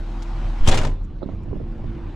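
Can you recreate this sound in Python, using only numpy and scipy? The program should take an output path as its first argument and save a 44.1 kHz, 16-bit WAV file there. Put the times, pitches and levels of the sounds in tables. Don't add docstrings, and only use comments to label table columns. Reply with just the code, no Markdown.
import sys
import numpy as np
from scipy import signal
from scipy.fft import rfft, irfft
from scipy.io import wavfile
from scipy.ndimage import uniform_filter1d

SR = 44100
rng = np.random.default_rng(int(sys.argv[2]) if len(sys.argv) > 2 else 0)


def makeup_ratio(level_db):
    decades = np.asarray(level_db, float) / 20
    return 10 ** decades


def transcribe(u):
    v = np.clip(np.atleast_2d(u).T, -1, 1)
    q = np.round(v * 32767).astype(np.int16)
    wavfile.write(sys.argv[1], SR, q)


N = 94815
T = np.arange(N) / SR


def evened(x):
    return x / np.sqrt(np.mean(x ** 2) + 1e-20)


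def read(points, hz):
    f, value = np.transpose(points)
    return np.interp(np.log(hz + 1), np.log(f + 1), value)


def curve(table, column):
    rows = np.array(table)
    return np.interp(T, rows[:, 0], rows[:, column])


def slow(hz):
    spectrum = rfft(rng.standard_normal(N))
    return evened(irfft(spectrum / (1 + (np.fft.rfftfreq(N, 1 / SR) / hz) ** 4), N))


def sides(db):
    return makeup_ratio(np.array([[db / 2], [-db / 2]]))


def hiss(spectrum, same, lean, patchy_db, size):
    hop = size // 4
    frames, hz = N // hop + 5, np.fft.rfftfreq(size, 1 / SR)
    a, b, c, d, patches = rng.standard_normal((frames, len(hz), 5)).T
    patches = uniform_filter1d(patches, size=8, axis=0)
    patches = evened(uniform_filter1d(patches, size=8, axis=1))
    like = np.clip(read(same, hz), -1, 1)[:, None]
    half_lean_db = read(lean, hz)[:, None] / 2
    left = a + 1j * b
    right = like * left + np.sqrt(1 - like ** 2) * (c + 1j * d)
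    z = np.array([left * makeup_ratio(half_lean_db), right * makeup_ratio(-half_lean_db)])
    z = z * makeup_ratio(read(spectrum, hz)[:, None] + patchy_db * patches)
    return evened(signal.istft(z, nperseg=size, noverlap=size - hop)[1][:, :N])


def ring(modes, spread):
    t = T[:SR // 3]
    out = np.zeros(len(t))
    for (hz, db, t60), (level, tuning) in zip(modes, rng.standard_normal((len(modes), 2))):
        decay = makeup_ratio(db + 2.56 * level - 60 * t / t60)
        out += decay * np.sin(2 * np.pi * hz * (1 + spread * tuning) * t)
    return out


def burst(start_s, length_s, t60_s):
    t = T - start_s
    return np.clip(t / 0.0012, 0, 1) * makeup_ratio(-60 * np.clip(t - length_s, 0, 2) / t60_s)


def add(mix, start_s, sound):
    part = mix[:, round(start_s * SR):][:, :sound.shape[1]]
    part += sound[:, :part.shape[1]]


FIRING_HZ, FIRING_WOBBLE = 35.46, 0.04
HUM_FLUTTER_DB = 1
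# time_s, level_db
HUM_LEVEL = [(0, -27), (.3, -25), (.45, -22.5), (.58, -24), (.61, -24), (.95, -42), (1.02, -20),
             (1.09, -35.5), (1.16, -30.5), (1.27, -41.5), (1.36, -34), (1.42, -41), (1.55, -31),
             (1.72, -29), (1.8, -46.5), (1.9, -28.5), (1.96, -45), (2.09, -29), (2.15, -39)]
# multiple of the firing rate, level_db relative to the hum
HUM_ORDERS = [(2, -25), (2.67, -16.5), (3, -25), (4, -21)]


def low_hum(turns):
    hum = np.sin(2 * np.pi * turns)
    for multiple, db in HUM_ORDERS:
        flutter = makeup_ratio(db + 2.94 * slow(3.9))
        hum = hum + flutter * np.sin(2 * np.pi * (multiple * turns + rng.random()))
    return np.sqrt(2) * makeup_ratio(curve(HUM_LEVEL, column=1) + HUM_FLUTTER_DB * slow(16.5)) * hum


TONE_WIDTH_HZ = 1.2
# pitch_hz, level_db before the idle's changes
WHINE_TONES = [(225, -45.5), (338, -45), (506, -58.5)]


def whine():
    out = np.zeros(N)
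    for hz, db in WHINE_TONES:
        cycles = np.cumsum(hz + TONE_WIDTH_HZ * slow(8.1)) / SR
        out += makeup_ratio(db + 1.85 * slow(1.0)) * np.sin(2 * np.pi * cycles)
    return np.sqrt(2) * out


# frequency_hz, relative density_db
RUMBLE_SPECTRUM = [(4.7, -38), (8.0, -27), (21, -0.5), (38, -4.5), (59, -5.5), (97, -7), (200, -17),
                   (260, -41), (440, -120)]
# frequency_hz, left-right likeness
DULL_SAME = [(60, 0.97), (180, 1), (550, 0.8), (1650, 0.94), (4970, 0.8), (15000, 0.93)]
# frequency_hz, left minus right_db
DULL_LEAN = [(60, -2.5), (240, -2.5), (950, -1), (3770, 2.5), (15000, -1.5)]


def rumble():
    return hiss(RUMBLE_SPECTRUM, DULL_SAME, DULL_LEAN, patchy_db=-0.5, size=4096)


def knocking(turns):
    depth, decay_cycles = 0.29, 0.77
    return evened(1 - depth + depth * np.exp(-(turns % 1) / decay_cycles))


# frequency_hz, relative density_db
BRIGHT_SPECTRUM = [(120, -33), (200, -2), (339, -4), (365, -24), (430, -13), (812, -5.5), (1100, -8.5),
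                   (1590, -15.5), (3810, -24), (6710, -33.5), (12200, -51.5), (15500, -92)]
# frequency_hz, left-right likeness
BRIGHT_SAME = [(60, 0.88), (180, 1), (550, 0.98), (1650, 0.72), (4970, 0.64), (15000, 0.64)]
# frequency_hz, left minus right_db
BRIGHT_LEAN = [(60, 8.5), (240, 2.5), (950, 1.5), (3770, 4), (15000, 3)]


def bright_clatter():
    return hiss(BRIGHT_SPECTRUM, BRIGHT_SAME, BRIGHT_LEAN, patchy_db=1.7, size=1024)


# frequency_hz, relative density_db
MUFFLED_SPECTRUM = [(120, -21), (200, -3.5), (263, -2), (307, -3.5), (340, -2), (364, -10), (569, -15),
                    (609, -18), (815, -17.5), (1510, -26), (2250, -30.5), (2720, -31.5), (3200, -35),
                    (4080, -37.5), (8670, -57), (12000, -85), (15600, -115), (22000, -120)]


def muffled_drone():
    return hiss(MUFFLED_SPECTRUM, DULL_SAME, DULL_LEAN, patchy_db=2.4, size=1024)


# time_s, rumble_db, bright clatter_db, muffled drone_db, change of the tones_db
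IDLE_LEVELS = [(0, -40, -45, -49, -5), (.2, -43.5, -42.5, -48, -3), (.45, -31.5, -41, -46.5, -2.5),
               (.6, -38, -40.5, -47, -4.5), (.66, -26, -42.5, -44.5, -6), (.9, -32, -83, -40.5, -20),
               (.97, -46, -75.5, -43, -30), (1.06, -33.5, -98, -46.5, -16), (1.18, -31.5, -87.5, -46, -20),
               (1.3, -32, -82.5, -42, -3), (1.5, -28, -72.5, -44.5, -2.5), (1.7, -33, -66, -42.5, -0.5),
               (1.88, -28.5, -60, -40.5, 0), (2.0, -33.5, -58, -40, 0.5), (2.15, -36, -56, -40, -7)]


def engine():
    turns = np.cumsum(FIRING_HZ * (1 + FIRING_WOBBLE * slow(4.3))) / SR
    rumble_gain, bright_gain, muffled_gain, tone_gain = (makeup_ratio(curve(IDLE_LEVELS, k)) for k in range(1, 5))
    clatter = bright_gain * bright_clatter() + muffled_gain * muffled_drone()
    return low_hum(turns) + tone_gain * whine() + rumble_gain * rumble() + knocking(turns) * clatter


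# start_s, level_db, length_s, centre_hz, width_hz
TICK_EVENTS = [(0.221, -44, 0.0034, 3800, 6850), (0.227, -51.5, 0.0028, 5400, 9800),
               (1.034, -68.5, 0.019, 6600, 2948), (1.225, -55.5, 0.013, 3820, 1000),
               (1.433, -67.5, 0.0018, 8150, 4870)]


def ticks():
    mid, side = rfft(rng.standard_normal((2, N)) * [[1], [.5]])
    hz = np.fft.rfftfreq(N, 1 / SR)
    stereo = np.array([mid + side, mid - side])
    out = np.zeros((2, N))
    for s, db, length, centre, width in TICK_EVENTS:
        band = evened(irfft(stereo / (1 + (2 * (hz - centre) / width) ** 4), N))
        out += makeup_ratio(db) * burst(s, length, t60_s=.04) * band
    return out


THUMP_DB = -7
# start_s, level_db, left minus right_db, tilt_db per octave
THUMP_EVENTS = [(1.218, -32.5, -34.5, 8.5), (1.227, -13.5, -12.5, 4), (1.236, -22, -11, 1.5),
                (1.259, -24.5, -11, -9), (1.272, -29, -10, 7), (1.288, -20, -11.5, 1.5),
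                (1.299, -29, -11.5, -5), (1.33, -29, -15, -3), (1.479, -30, -20.5, -5.5),
                (1.51, -26, -15, -3.5), (1.529, -20.5, -14.5, 9), (1.556, -29, -25, -4.5),
                (1.564, -23, -11, 0), (1.599, -24, -16.5, 4), (1.611, -24, -10, -1),
                (1.795, -31, -18, 11.5), (1.839, -27.5, -25, 5)]
# pitch_hz, relative level_db, t60_s
SEAT_MODES = [(201.6, 1.5, 0.048), (285, 0, 0.056), (403, -5.5, 0.052), (591, -3, 0.03),
              (764, -14.5, 0.023), (993, -20.5, 0.024)]


def thumps():
    out = np.zeros((2, N))
    soft_onset = np.clip(T[:SR // 3] / 0.0022, 0, 1)
    for s, db, lean_db, tilt_db in THUMP_EVENTS:
        modes = [(hz, m_db + tilt_db * np.log2(hz / 400), t60) for hz, m_db, t60 in SEAT_MODES]
        add(out, s, makeup_ratio(db + THUMP_DB) * sides(lean_db) * ring(modes, spread=0.11) * soft_onset)
    return out


SEAL_S = .652
# time_s, pitch_hz, level_db
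AIR_SWING = [(.59, 0, -40), (.612, 0, -12), (.652, 24, -8.5), (.675, 9, -5.5), (.7, 12.5, -6),
             (.72, 15, -6), (.755, 14.5, -12), (.79, 17, -15), (.82, 19.5, -12.5), (.845, 19.5, -18),
             (.87, 24, -13), (.9, 29.5, -16), (.94, 30, -17), (.99, 30, -40), (1.1, 30, -80)]


def air():
    cycles = np.cumsum(curve(AIR_SWING, column=1) * (T > SEAL_S)) / SR
    pressure = makeup_ratio(curve(AIR_SWING, column=2)) * (T > AIR_SWING[0][0])
    return uniform_filter1d(pressure, size=400) * np.cos(2 * np.pi * cycles)


def thud():
    start_s, level_db, pitch_hz, t60_s = .6812, 1.5, 95, .028
    t = np.clip(T - start_s, 0, 2)
    return makeup_ratio(level_db - 60 * t / t60_s) * np.sin(2 * np.pi * pitch_hz * t)


# frequency_hz, relative density_db
RATTLE_SPECTRUM = [(120, -68.5), (200, -3.5), (300, 5.5), (540, 3.5), (900, -2.5), (1500, -5.5),
                   (3400, -12.5), (4300, -15.5), (7300, -21.5), (9500, -31), (12500, -45.5), (15000, -51),
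                   (15700, -84.5)]
# frequency_hz, left-right likeness
RATTLE_LIKENESS = [(60, 0.79), (130, 0.98), (290, 0.98), (640, 0.83), (1410, 0.61), (3100, 0.42),
                   (6820, 0.74), (15000, 0.41)]
# frequency_hz, left minus right_db
RATTLE_BALANCE = [(60, 3), (180, -1), (550, 2), (1650, 2.5), (4970, 2), (15000, 9.5)]


def rattle_noise():
    return rfft(hiss(RATTLE_SPECTRUM, RATTLE_LIKENESS, RATTLE_BALANCE, patchy_db=1.0, size=512))


def coloured(noise, tilt_db, ring_hz, ring_db):
    hz = np.fft.rfftfreq(N, 1 / SR) + 1
    tilt = tilt_db * np.log2(np.maximum(hz, 300) / 2000)
    band = ring_db / (1 + (14 * np.log(hz / ring_hz)) ** 2)
    return irfft(noise * makeup_ratio(tilt + band), N)


def seal_hiss(noise):
    latch_s, level_db, slope_db_per_s = 0.669, -31, 500
    swell = makeup_ratio(level_db - slope_db_per_s * abs(T - latch_s))
    return swell * coloured(noise, tilt_db=2, ring_hz=3200, ring_db=12)


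RATTLE_T60_S, CAB_T60_S, CAB_DB = .028, .2, -12.5
HOLD_SAG_DB, GRAIN_DB = -6, 4
PANEL_DB, PANEL_WIDTH = -3.5, 0.2
# start_s, level_db before colouring, length_s, tilt_db per octave, ringing_hz, ringing_db
RATTLE_EVENTS = [(0.674, -23.5, 0.014, 5, 3100, 8.5), (0.6851, -22, 0.014, 1.5, 7200, 12.5),
                 (0.7125, -24.5, 0.0098, 1.5, 3460, 9), (0.723, -28.5, 0.019, -2, 3420, 9.5),
                 (0.7414, -24.5, 0.018, 3, 2250, 2), (0.773, -25, 0.017, 2.5, 2860, 8.5),
                 (0.788, -35, 0.026, -3.5, 3830, 3), (0.814, -35.5, 0.026, 0.5, 1385, 0),
                 (0.8332, -36, 0.0098, .5, 2250, -6), (0.847, -28, 0.0094, 0.5, 3050, -3),
                 (0.869, -35.5, 0.0088, -1, 2050, 1), (0.892, -48, 0.015, -3.5, 2050, -9),
                 (0.911, -58, 0.0073, -5.5, 1500, -2)]
# pitch_hz, relative level_db, t60_s
PANEL_MODES = [(90.7, 0.5, 0.52), (136.6, -3.5, 0.71), (241, 2, 0.18), (323.6, 0, 0.12),
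               (382.3, -3.5, 0.17), (541, -6, 0.16), (625, -4.5, 0.23), (765, -5.5, 0.15), (908, -2, 0.09),
               (1005, -10.5, 0.33)]


def rattles(noise):
    grain = makeup_ratio(GRAIN_DB * slow(1000))
    out = np.zeros((2, N))
    for s, db, length, tilt_db, ring_hz, ring_db in RATTLE_EVENTS:
        sag = makeup_ratio(HOLD_SAG_DB * np.clip((T - s) / length, 0, 1))
        direct = burst(s, length, RATTLE_T60_S) * sag * grain
        tail = makeup_ratio(CAB_DB) * burst(s, length, CAB_T60_S)
        out += makeup_ratio(db) * (direct + tail) * coloured(noise, tilt_db, ring_hz, ring_db)
        mid = ring(PANEL_MODES, spread=0.014)
        side = PANEL_WIDTH * ring(PANEL_MODES[2:], spread=0.049)
        add(out, s, makeup_ratio(db + PANEL_DB) * np.array([mid + side, mid - side]))
    return out


def door():
    noise = rattle_noise()
    return seal_hiss(noise) + rattles(noise) + thud()


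def scene():
    return engine() + ticks() + thumps() + air() + door()


def low_pass(x):
    return signal.sosfilt(signal.butter(12, 15640, fs=SR, output="sos"), x)


def record(dry):
    return low_pass(dry)


dry = scene()
out = record(dry)
transcribe(out)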